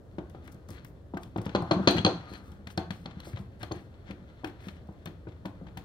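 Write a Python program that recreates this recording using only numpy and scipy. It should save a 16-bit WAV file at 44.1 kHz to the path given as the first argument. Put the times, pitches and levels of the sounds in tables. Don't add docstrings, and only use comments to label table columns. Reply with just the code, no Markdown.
import sys
import numpy as np
from scipy import signal
from scipy.fft import rfft, irfft
from scipy.io import wavfile
from scipy.ndimage import uniform_filter1d

SR = 44100
rng = np.random.default_rng(int(sys.argv[2]) if len(sys.argv) > 2 else 0)


def inscribe(sig):
    pcm = np.round(np.clip(np.atleast_2d(sig).T, -1, 1) * 32767)
    wavfile.write(sys.argv[1], SR, pcm.astype(np.int16))


def voltage_ratio(level):
    return 10 ** (np.asarray(level, float) / 20)


N = 257544
TIME = np.arange(N) / SR

# (frequency [Hz], density [dB per Hz])
HUM = [(25, -17.5), (45, 0.5), (78, 9.5), (174, -7), (296, -8), (565, -12), (838, -23.5), (1890, -31),
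       (2180, -40), (4270, -43), (8150, -48), (15100, -51), (16400, -58.5)]
HUM_DB = -49
# (frequency [Hz], t60 [s])
ROOM_T60 = [(100, 0.5), (500, 0.27), (2000, 0.47), (5000, 0.2), (14000, .18)]
ROOM_DB = -2.5
# (frequency [Hz], level [dB])
MIC = [(15, -51.5), (45, -18.5), (90, 2.5), (15500, 1), (16150, -12), (17000, -44)]
# (frequency [Hz], level against the left [dB])
RIGHT_PORT = [(100, -0.5), (900, -0.5), (2200, -7), (4200, -2.5), (8000, -5), (13000, -9)]
PORT_LAG_S = 0.00022

# (frequency [Hz], level [dB], t60 [s])
BENCH = [(84.4, -17, 0.13), (118, -10, 0.097), (151, -8.5, 0.09), (183, -2, 0.07), (204, -2.5, 0.042),
         (251.8, -3, 0.046)]
# (frequency [Hz], level [dB], t60 [s])
PANEL = [(300.7, -0.5, 0.097), (350, 6, 0.046), (387, -6, 0.089), (500, -6, 0.07), (573, -0.5, 0.082),
         (681.6, -6, 0.072), (756, 0.5, 0.068), (849, -1, 0.038), (935, -5.5, 0.048), (1064.6, -4.5, 0.075),
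         (1217, 4, 0.016), (1531.6, -3, 0.044)]
# (frequency [Hz], density [dB per Hz])
CONTACT = [(800, -20), (1500, 0), (2000, -1), (2700, -5), (3600, -20), (9000, -60)]
# (frequency [Hz], density [dB per Hz])
BLADE = [(1410, -34.5), (2400, -8.5), (2530, -16), (3330, -12), (3690, -18.5), (4060, -3.5), (4230, -2),
         (4660, -13), (5570, -43), (6170, -17.5), (7880, -45.5), (8610, -29.5), (10000, -71.5),
         (13000, -76.5), (22000, -120)]
# (frequency [Hz], density [dB per Hz])
TIP = [(1410, 3), (2400, -1), (3380, 3.5), (3670, 0), (4390, -7.5), (6790, -15), (9000, -25), (11700, -40),
       (19800, -76)]
# (frequency [Hz], density [dB per Hz])
GRIT = [(2940, -13.5), (5000, 1.5), (7560, -1.5), (10100, -1.5), (11500, 0), (14100, -7.5), (15300, -6),
        (16400, 0)]
# (frequency [Hz], level [dB])
AIR = [(8000, -18), (12500, -3), (15500, -2)]
# (frequency over the strongest [ratio], level [dB], t60 [s])
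STEEL = [(0.8, -3, .02), (0.9, -8, .01), (0.985, -2.5, .016), (1.01, -0.5, .016), (1.12, -8, .008),
         (1.53, -22, .008), (2.05, -31, .005)]

# (time [s], prying pressure [dB], tip sliding [dB])
EFFORT = [(0.0, -24, -8), (0.44, 2.5, 0.5), (1.15, -21, -8), (1.61, 13.5, 12.5), (1.95, 20, 19),
          (2.18, 13, 15), (2.47, 7, 2), (2.71, -11, -5), (2.89, -6, -6), (3.27, 6.5, 14), (3.42, -12, 1.5),
          (4.11, -2.5, 0.5), (4.52, -6, 4.5), (5.09, -6, -1.5), (5.84, -2, 0.5)]
# (time [s], peak [dB], top octave over it [dB])
CRACKS = [(0.2972, -53.5, -16), (0.4753, -50, -32), (0.5445, -54, -12), (0.715, -50, -15), (0.866, -54, -8),
          (1.917, -34, -25), (4.473, -46, -12), (4.497, -52, -8), (4.872, -60, -12), (4.925, -60, -25),
          (3.241, -54, -15), (3.3275, -54, -25), (3.361, -54, -20), (0.6872, -44.5, -11),
          (0.7043, -38.5, -24), (0.8464, -40, 2), (1.1727, -40.5, -12), (1.2321, -40, -21),
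          (1.3753, -40, -20), (1.416, -40.5, -18), (1.4561, -39, -17), (1.6222, -43.5, -23),
          (1.7335, -42, -22.5), (1.8851, -47, -23), (1.9093, -25.5, -44), (1.9659, -37, -15),
          (2.517, -52, -27.5), (2.3361, -44, -32), (2.6725, -41.5, -24), (2.7747, -32, -20),
          (2.9074, -39.5, -31.5), (3.202, -41, -13), (3.629, -35, -29), (3.7204, -40, -23.5),
          (4.1085, -45.5, -16), (4.4458, -38, -9), (4.6833, -45, -14), (5.0564, -35, -5.5),
          (5.458, -41, -11.5), (5.7728, -35, -6)]
# (time [s], peak [dB], top octave over it [dB], swell [s])
CRUMBLES = [(0.516, -49, -10, .005), (0.435, -58, -14, .012), (0.72, -58, -16, .018),
            (2.28, -52, -40, .045), (3.59, -54, -22, .015), (3.71, -55, -20, .04), (1.888, -41, -4, .012),
            (3.375, -56, -12, .02), (0.8594, -60, -10, .012), (3.24, -46, -16.5, 0.025),
            (4.6, -54, -14, 0.045), (2.425, -53.5, -9, 0.041), (2.7, -46.5, -10, .01),
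            (3.27, -47, -17, 0.011), (4.668, -53, -5, .004), (4.45, -52, -10, .015), (1.2, -53, -18, 0.023),
            (0.68, -56, -15, 0.02), (2.9, -55, -15, 0.044)]
# (time [s], left minus right [dB])
SPLIT_PAN = [(0.6, 8.5), (1.25, -2), (1.6, -4), (2.6, -1.5), (5.5, -1.5)]
# (time [s], peak [dB], strongest mode [Hz])
PINGS = [(1.5492, -28.5, 4130), (1.5594, -31, 4200), (1.7104, -23, 4200), (1.717, -24, 4190),
         (1.8741, -14, 4160), (1.8846, -13.5, 4200), (2.048, -13, 4140), (2.0626, -15.5, 4216),
         (2.078, -30, 4200), (2.7763, -26, 4350), (2.906, -35.5, 4200), (3.058, -34.5, 4280),
         (3.2015, -40, 4200), (3.252, -46, 4280), (3.7192, -34, 4300), (3.39, -47, 4300),
         (1.916, -31, 4300)]
# (time [s], peak [dB], pitch [Hz])
HOLLOWS = [(1.171, -36, 1550), (4.444, -35, 1550), (4.446, -42, 2500), (3.722, -44, 6400),
           (3.713, -38, 1050), (3.61, -46, 1600), (3.632, -38, 750), (1.36, -34, 760), (5.27, -48, 1485),
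           (5.454, -44, 1500), (1.876, -22, 1190), (2.05, -24, 1150), (2.064, -24, 570), (1.982, -30, 2900),
           (1.988, -30, 3300), (3.716, -37, 762)]
# (time [s], peak [dB], wood contact over it [dB])
TICKS = [(0.476, -43.5, 1), (0.7028, -48.5, -13), (0.847, -47, 0), (1.231, -45, -26), (1.4486, -46, -2),
         (1.492, -37, -8), (2.3347, -39.5, -22), (2.517, -54, -20), (2.7013, -45, -21),
         (3.1086, -44.5, -14), (3.2, -44, -25), (3.3297, -47, 4), (3.359, -42, 0), (3.6157, -44, -3.5),
         (3.7135, -36, -5), (4.1075, -37, 0), (4.4705, -46, -7), (4.6836, -37.5, -7), (5.284, -54, -14.5),
         (5.3184, -54, -14), (0.2972, -57, -11), (4.4455, -35, 20), (4.496, -53, -2), (4.765, -54, -10.5),
         (5.02, -63, -11), (1.172, -50, 14), (5.682, -54.5, -11), (1.141, -52, -8), (1.412, -49, -10),
         (5.27, -55, 9)]
# (time [s], peak [dB], share of blade ring [0-1])
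BOUNCES = [
    (1.558, -27.5, 0.5),
    (1.7173, -23, 0.13),
    (1.8844, -20, 0.43),
    (1.988, -31.5, 0.9),
    (2.0624, -21.5, 0.8),
    (5.0713, -40.5, 0.2),
    (3.251, -53, 0.8),
]
# (middle [s], length [s], peak [dB], share of blade ring [0-1])
SCRAPES = [
    (0.77, 0.064, -37.5, 0.25),
    (2.338, 0.066, -32, 0.66),
    (3.1, 0.046, -49, 0),
    (3.614, 0.013, -39, 0.14),
    (3.765, 0.045, -41, 0.15),
    (4.093, .03, -39.5, 0),
    (4.645, .045, -40, 0.2),
    (5.324, 0.077, -56, 0.1),
    (1.972, .008, -22.5, 0.37),
    (0.47, .04, -48, 0.1),
]
# (time [s], bench thump peak [dB], panel ring over it [dB], thump [Hz], tip peak [dB])
TAPS = [(0.183, -31, 3, 148, -41), (0.347, -42, 3.5, 94.2, -57), (0.689, -31.5, -12.5, 118, -54),
        (1.169, -36, 5, 269, -39), (1.36, -25.5, 2, 269, -43), (1.3815, -22, -11.5, 120, -38),
        (1.463, -19.5, -10.5, 207, -36.5), (1.5496, -19.5, 4.5, 199, -25), (1.7104, -17, 2, 142, -18),
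        (1.8737, -14, 3.5, 198, -10), (1.9815, -20.5, -5, 172, -21.5), (2.0477, -12.5, -5.5, 214, -10),
        (2.67, -33, -14.5, 180, -35.5), (2.776, -18, -5, 201, -25), (2.9053, -23.5, -13.5, 182, -29),
        (3.0577, -30.5, -3.5, 159, -33.5), (3.371, -34, -4, 125.4, -39.5), (3.63, -30.5, -4, 119, -31),
        (4.443, -35, 6, 108, -33.5), (5.058, -28, -10.5, 125, -36.5), (5.454, -28, -7, 177.5, -35.5),
        (5.667, -36, -11.5, 191, -50.5), (5.7714, -31.5, -9.5, 183, -33.5)]
# (time [s], bench thump peak [dB], panel ring over it [dB], thump [Hz])
KNOCKS = [(0.708, -39.5, -2.5, 135), (1.137, -28, -2, 221), (1.409, -27, -11, 122), (1.621, -23, -8.5, 156),
          (1.795, -19.5, -5.5, 208), (2.121, -36, 5.5, 166.5), (2.315, -31, -10, 196),
          (3.269, -37, -4, 176), (3.711, -31, 1.5, 153), (4.103, -31.5, -5, 199), (4.435, -38, 2, 200),
          (4.887, -32.5, -12, 158.7), (5.071, -27, -15, 172), (5.269, -33, -5, 113),
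          (5.612, -34.5, -6.5, 116), (1.945, -21, -2.5, 170), (2.066, -19.5, 0, 190), (3.72, -35, 8, 200),
          (0.4753, -47.5, 0, 150), (5.449, -34.5, -1.5, 180)]
# (time [s], peak [dB], thump [Hz])
THUDS = [(0.132, -38.5, 108), (0.548, -37.5, 151), (0.901, -37, 88), (1.259, -41, 114), (1.599, -26, 183),
         (1.764, -17, 195), (3.169, -27.5, 199), (3.335, -22.5, 130), (3.397, -29.5, 130), (4.22, -39, 91),
         (4.669, -27, 205), (4.09, -36, 170), (0.847, -38, 120), (2.517, -36.5, 149), (3.612, -33.5, 150),
         (3.76, -33.5, 172)]

WOOD_PAN_DB, THUD_PANEL_DB = 1.9, -19.5
TAP_PUSH_S, ROCK_PUSH_S = 0.00009, 0.00025
MIDDLING_DB, BLADE_SHARE, SHARE_PER_DB = -35, 0.16, 0.02
CONTACT_DB, CONTACT_PER_DB, TIP_PAN_DB, PAN_PER_DB = -7, -0.23, 3.5, -0.2
CHATTER_S, CHATTER_DB_PER_DB = 0.0024, -0.1671
CREAK_DB, CREAK_PER_DB, PANEL_RUB_DB = -62, 0.41, -69.5
TIP_RUB_DB, GRIT_DB, GRIT_PER_DB = -74, -108, 1.77
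SNAP_S, PING_PUSH_S, HOLLOW_T60_S = 0.0011, 0.0004, 0.04


def unit(x):
    return x / np.sqrt(np.mean(x ** 2))


def colour(x, points):
    hz, db = np.transpose(points)
    axis = np.maximum(np.arange(len(x) // 2 + 1) * SR / len(x), 1)
    gain = voltage_ratio(np.interp(np.log(axis), np.log(hz), db))
    return irfft(rfft(x) * gain, len(x))


def response(points):
    hz, db = np.transpose(points)
    axis = np.maximum(np.arange(2049) * SR / 4096, 1)
    cep = irfft(np.log(voltage_ratio(np.interp(np.log(axis), np.log(hz), db))))
    cep[1:2048] *= 2
    cep[2049:] = 0
    return irfft(np.exp(rfft(cep)))[:2048]


def walk(rate):
    k = int(SR / rate)
    steps = np.repeat(rng.standard_normal(N // k + 1), k)
    return 1.3 * uniform_filter1d(uniform_filter1d(steps, k), k)[:N]


def through(force, impulse):
    impulse = impulse / np.linalg.norm(impulse)
    return signal.fftconvolve(force, np.reshape(impulse, (1,) * (force.ndim - 1) + (-1,)), axes=-1)


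def ports(x, pan_db):
    return x * voltage_ratio(np.array([[.5], [-.5]]) * pan_db)


def add(track, s, sound, peak_db, pan_db):
    i = int(s * SR)
    sound = sound[..., :N - i]
    sound = sound * voltage_ratio(peak_db) / np.max(np.abs(sound))
    track[:, i:i + sound.shape[-1]] += ports(sound, pan_db)


def hum():
    low_side = [(30, -15.0), (200, -11.5), (1000, -0.5), (16000, 0)]
    mid, side = (unit(colour(rng.standard_normal(N), HUM)) for _ in range(2))
    swell = voltage_ratio(HUM_DB + 0.5 * walk(3.26))
    return swell * (mid + colour(side, low_side) * np.array([[1.], [-1.]]))


def room(x):
    t = np.arange(SR // 2) / SR
    hz, t60 = np.transpose(ROOM_T60)
    build_up = 1 - np.exp(-(t / 0.0021) ** 2)
    tail = 0
    for centre_hz in 60 * 2. ** np.arange(9):
        band = [(centre_hz / 2, -40), (centre_hz / 2 ** .5, -3), (centre_hz, 0),
                (centre_hz * 2 ** .5, -3), (centre_hz * 2, -40)]
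        mid, side = (colour(rng.standard_normal(len(t)), band) for _ in range(2))
        band_t60 = np.interp(np.log(centre_hz), np.log(hz), t60)
        fade = unit(np.exp(-np.log(1000) * t / band_t60) * build_up)
        tail = tail + fade * (mid + min(centre_hz / 1800, 1) * side * np.array([[1], [-1]]))
    return voltage_ratio(ROOM_DB) * signal.fftconvolve(x[None], tail / np.sqrt(len(t)), axes=1)[:, :N]


def slips(rate, spread_db):
    moments = rng.random(N) < rate / SR
    clicks = moments * voltage_ratio(spread_db * rng.exponential(size=N)) * rng.standard_normal(N)
    return clicks * voltage_ratio(2.5 * walk(60))


def damped(modes):
    hz, db, _ = np.transpose(modes)
    return response([(hz[0] / 2, -30), *zip(hz, db), (hz[-1] * 2, -36), (hz[-1] * 8, -90)])


def rubbing():
    s, *curves = np.transpose(EFFORT)
    pry_db, slide_db = (np.interp(TIME, s, curve) for curve in curves)

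    def drive(force, impulse):
        return unit(through(force, impulse)[:N])

    bench = drive(slips(250, 2), damped(BENCH))
    panel = drive(slips(1200, 2), damped(PANEL))
    force = slips(4000, 2)
    tip = drive(force, response(TIP))
    tip = tip + .2 * drive(force, response(BLADE)) + .6 * drive(force, response(CONTACT))
    grit = drive(slips(16000, .7), response(GRIT))
    wood = bench * voltage_ratio(CREAK_DB + CREAK_PER_DB * pry_db) + panel * voltage_ratio(PANEL_RUB_DB + pry_db)
    tip = tip * voltage_ratio(TIP_RUB_DB + slide_db)
    grit = grit * voltage_ratio(GRIT_DB + GRIT_PER_DB * slide_db)
    return ports(wood, WOOD_PAN_DB) + ports(tip, 0.94) + ports(grit, 2.5)


def burst(push_s, tail_db, t60):
    t = np.arange(SR // 6) / SR
    noise = rng.standard_normal((3, len(t)))
    chatter = np.e * t / push_s * np.exp(-t / push_s) * noise[0]
    tail = voltage_ratio(tail_db) * np.exp(-np.log(1000) * t / t60) * (1 - np.exp(-t / 0.0016))
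    return chatter + tail * (0.14 * noise[0] + noise[1:])


def cracks():
    out = np.zeros((2, N))
    grit, air = unit(response(GRIT)), unit(response(AIR))
    uneven = voltage_ratio(1.8 * walk(400) + 0.7 * walk(70))
    snaps = [(*crack, SNAP_S) for crack in CRACKS]
    for s, db, air_db, push_s in snaps + CRUMBLES:
        force = burst(push_s, -18.0, 0.28)
        force = force * np.roll(uneven, -int(s * SR))[:force.shape[1]]
        bright = grit + voltage_ratio(1.4 * air_db + 5.0) * air
        add(out, s, through(force, bright), db + 0.5, np.interp(s, *np.transpose(SPLIT_PAN)))
    return out


def mode(hz, t60):
    t = np.arange(SR // 20) / SR
    return np.exp(-np.log(1000) * t / t60) * (1 - np.exp(-(t * hz) ** 2)) * np.sin(2 * np.pi * hz * t)


def pings():
    out = np.zeros((2, N))
    for s, db, hz in PINGS:
        blade = sum(voltage_ratio(mode_db + 2.5 * rng.standard_normal()) * mode(ratio * hz, t60)
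                    for ratio, mode_db, t60 in STEEL)
        add(out, s, through(burst(PING_PUSH_S, -30.0, 0.35), blade), db, -2.5)
    for s, db, hz in HOLLOWS:
        add(out, s, through(burst(PING_PUSH_S, -26.0, 0.2), mode(hz, HOLLOW_T60_S)), db, 4.5)
    return out


def ticks():
    out = np.zeros((2, N))
    blade, tip, wood = (unit(response(points)) for points in (BLADE, TIP, CONTACT))

    def body(share, contact_db):
        return np.clip(share, 0, 1) * (blade - tip) + tip + voltage_ratio(contact_db) * wood

    def contact(db):
        return CONTACT_DB + CONTACT_PER_DB * (db - MIDDLING_DB)

    def steel(db):
        return BLADE_SHARE + SHARE_PER_DB * (db - MIDDLING_DB)

    touches = [(s, db, contact(db), steel(db)) for s, *_, db in TAPS]
    touches += [(s, db, contact_db, steel(db)) for s, db, contact_db in TICKS]
    touches += [(s, db, contact(db), share) for s, db, share in BOUNCES]
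    for s, db, contact_db, share in touches:
        harder_db = db - MIDDLING_DB
        force = burst(CHATTER_S * voltage_ratio(CHATTER_DB_PER_DB * harder_db), -13.0, 0.3)
        add(out, s, through(force, body(share, contact_db)), db + 2.5, TIP_PAN_DB + PAN_PER_DB * harder_db)
    grain = slips(5000, 2.2)
    for s, length, db, share in SCRAPES:
        t = np.arange(-2, 2, 1 / (length * SR))
        starts = rng.integers(N // 2, size=(2, 1))
        drag = np.exp(-t ** 2) * grain[starts + np.arange(len(t))]
        add(out, s - 2 * length, through(drag + 1.1 * drag[0], body(share, -3.2)), db, 1.5)
    return out


def ring(modes, scatter_db, detune, filler_db):
    hz, db, t60 = np.transpose(modes)
    between = hz[0] * (hz[-1] / hz[0]) ** rng.random(2 * len(hz))
    db = np.r_[db, np.interp(between, hz, db) + filler_db]
    t60 = np.r_[t60, np.interp(between, hz, t60)]
    hz = np.r_[hz, between]
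    luck = rng.standard_normal((3, len(hz)))
    gain = voltage_ratio(db + scatter_db * luck[0]) * np.sign(luck[2])
    hz = hz * (1 + detune * luck[1])
    pole = np.exp((2j * np.pi * hz - np.log(1000) / t60) / SR)
    vibration = np.cumprod(np.tile(pole, (SR // 10, 1)), axis=0).imag @ gain
    return vibration * np.cos(np.linspace(0, np.pi / 2, SR // 10))


def blow(push_s, rough):
    t = np.arange(SR // 50) / SR
    return t / push_s * np.exp(-t / push_s) * (1 - rough + rough * rng.standard_normal(len(t)))


def knocks():
    out = np.zeros((2, N))
    rocks = KNOCKS + [(s, db, THUD_PANEL_DB, hz) for s, db, hz in THUDS]
    for table, push_s in ((TAPS, TAP_PUSH_S), (rocks, ROCK_PUSH_S)):
        for s, db, panel_db, thump_hz, *_ in table:
            near = [(hz, mode_db - 12 * abs(np.log2(hz / thump_hz)), t60) for hz, mode_db, t60 in BENCH]
            thump = through(blow(push_s + 0.0004, .1), ring(near, 1.1, 0.02, filler_db=-5))
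            panel = through(blow(push_s, 0.11), ring(PANEL, 0.94, 0.019, filler_db=-5))
            add(out, s, thump, db - 4.0, WOOD_PAN_DB)
            add(out, s, panel, db + panel_db + 1.5, WOOD_PAN_DB)
    return out


def scene():
    wood = knocks() + rubbing()
    left, right = wood + ticks() + cracks() + pings()
    hz = np.arange(N // 2 + 1) * SR / N
    late = irfft(rfft(right) * np.exp(-2j * np.pi * hz * PORT_LAG_S), N)
    heard = np.array([left, late]) + room(np.mean(wood, axis=0))
    left, right = signal.fftconvolve(heard, response(MIC)[None], axes=1)[:, :N] + hum()
    return np.array([left, colour(right, RIGHT_PORT)])


def top_cut(x):
    return signal.sosfilt(signal.butter(12, 16590, fs=SR, output="sos"), x)


def record(dry):
    return top_cut(dry)


dry = scene()
out = record(dry)
inscribe(out)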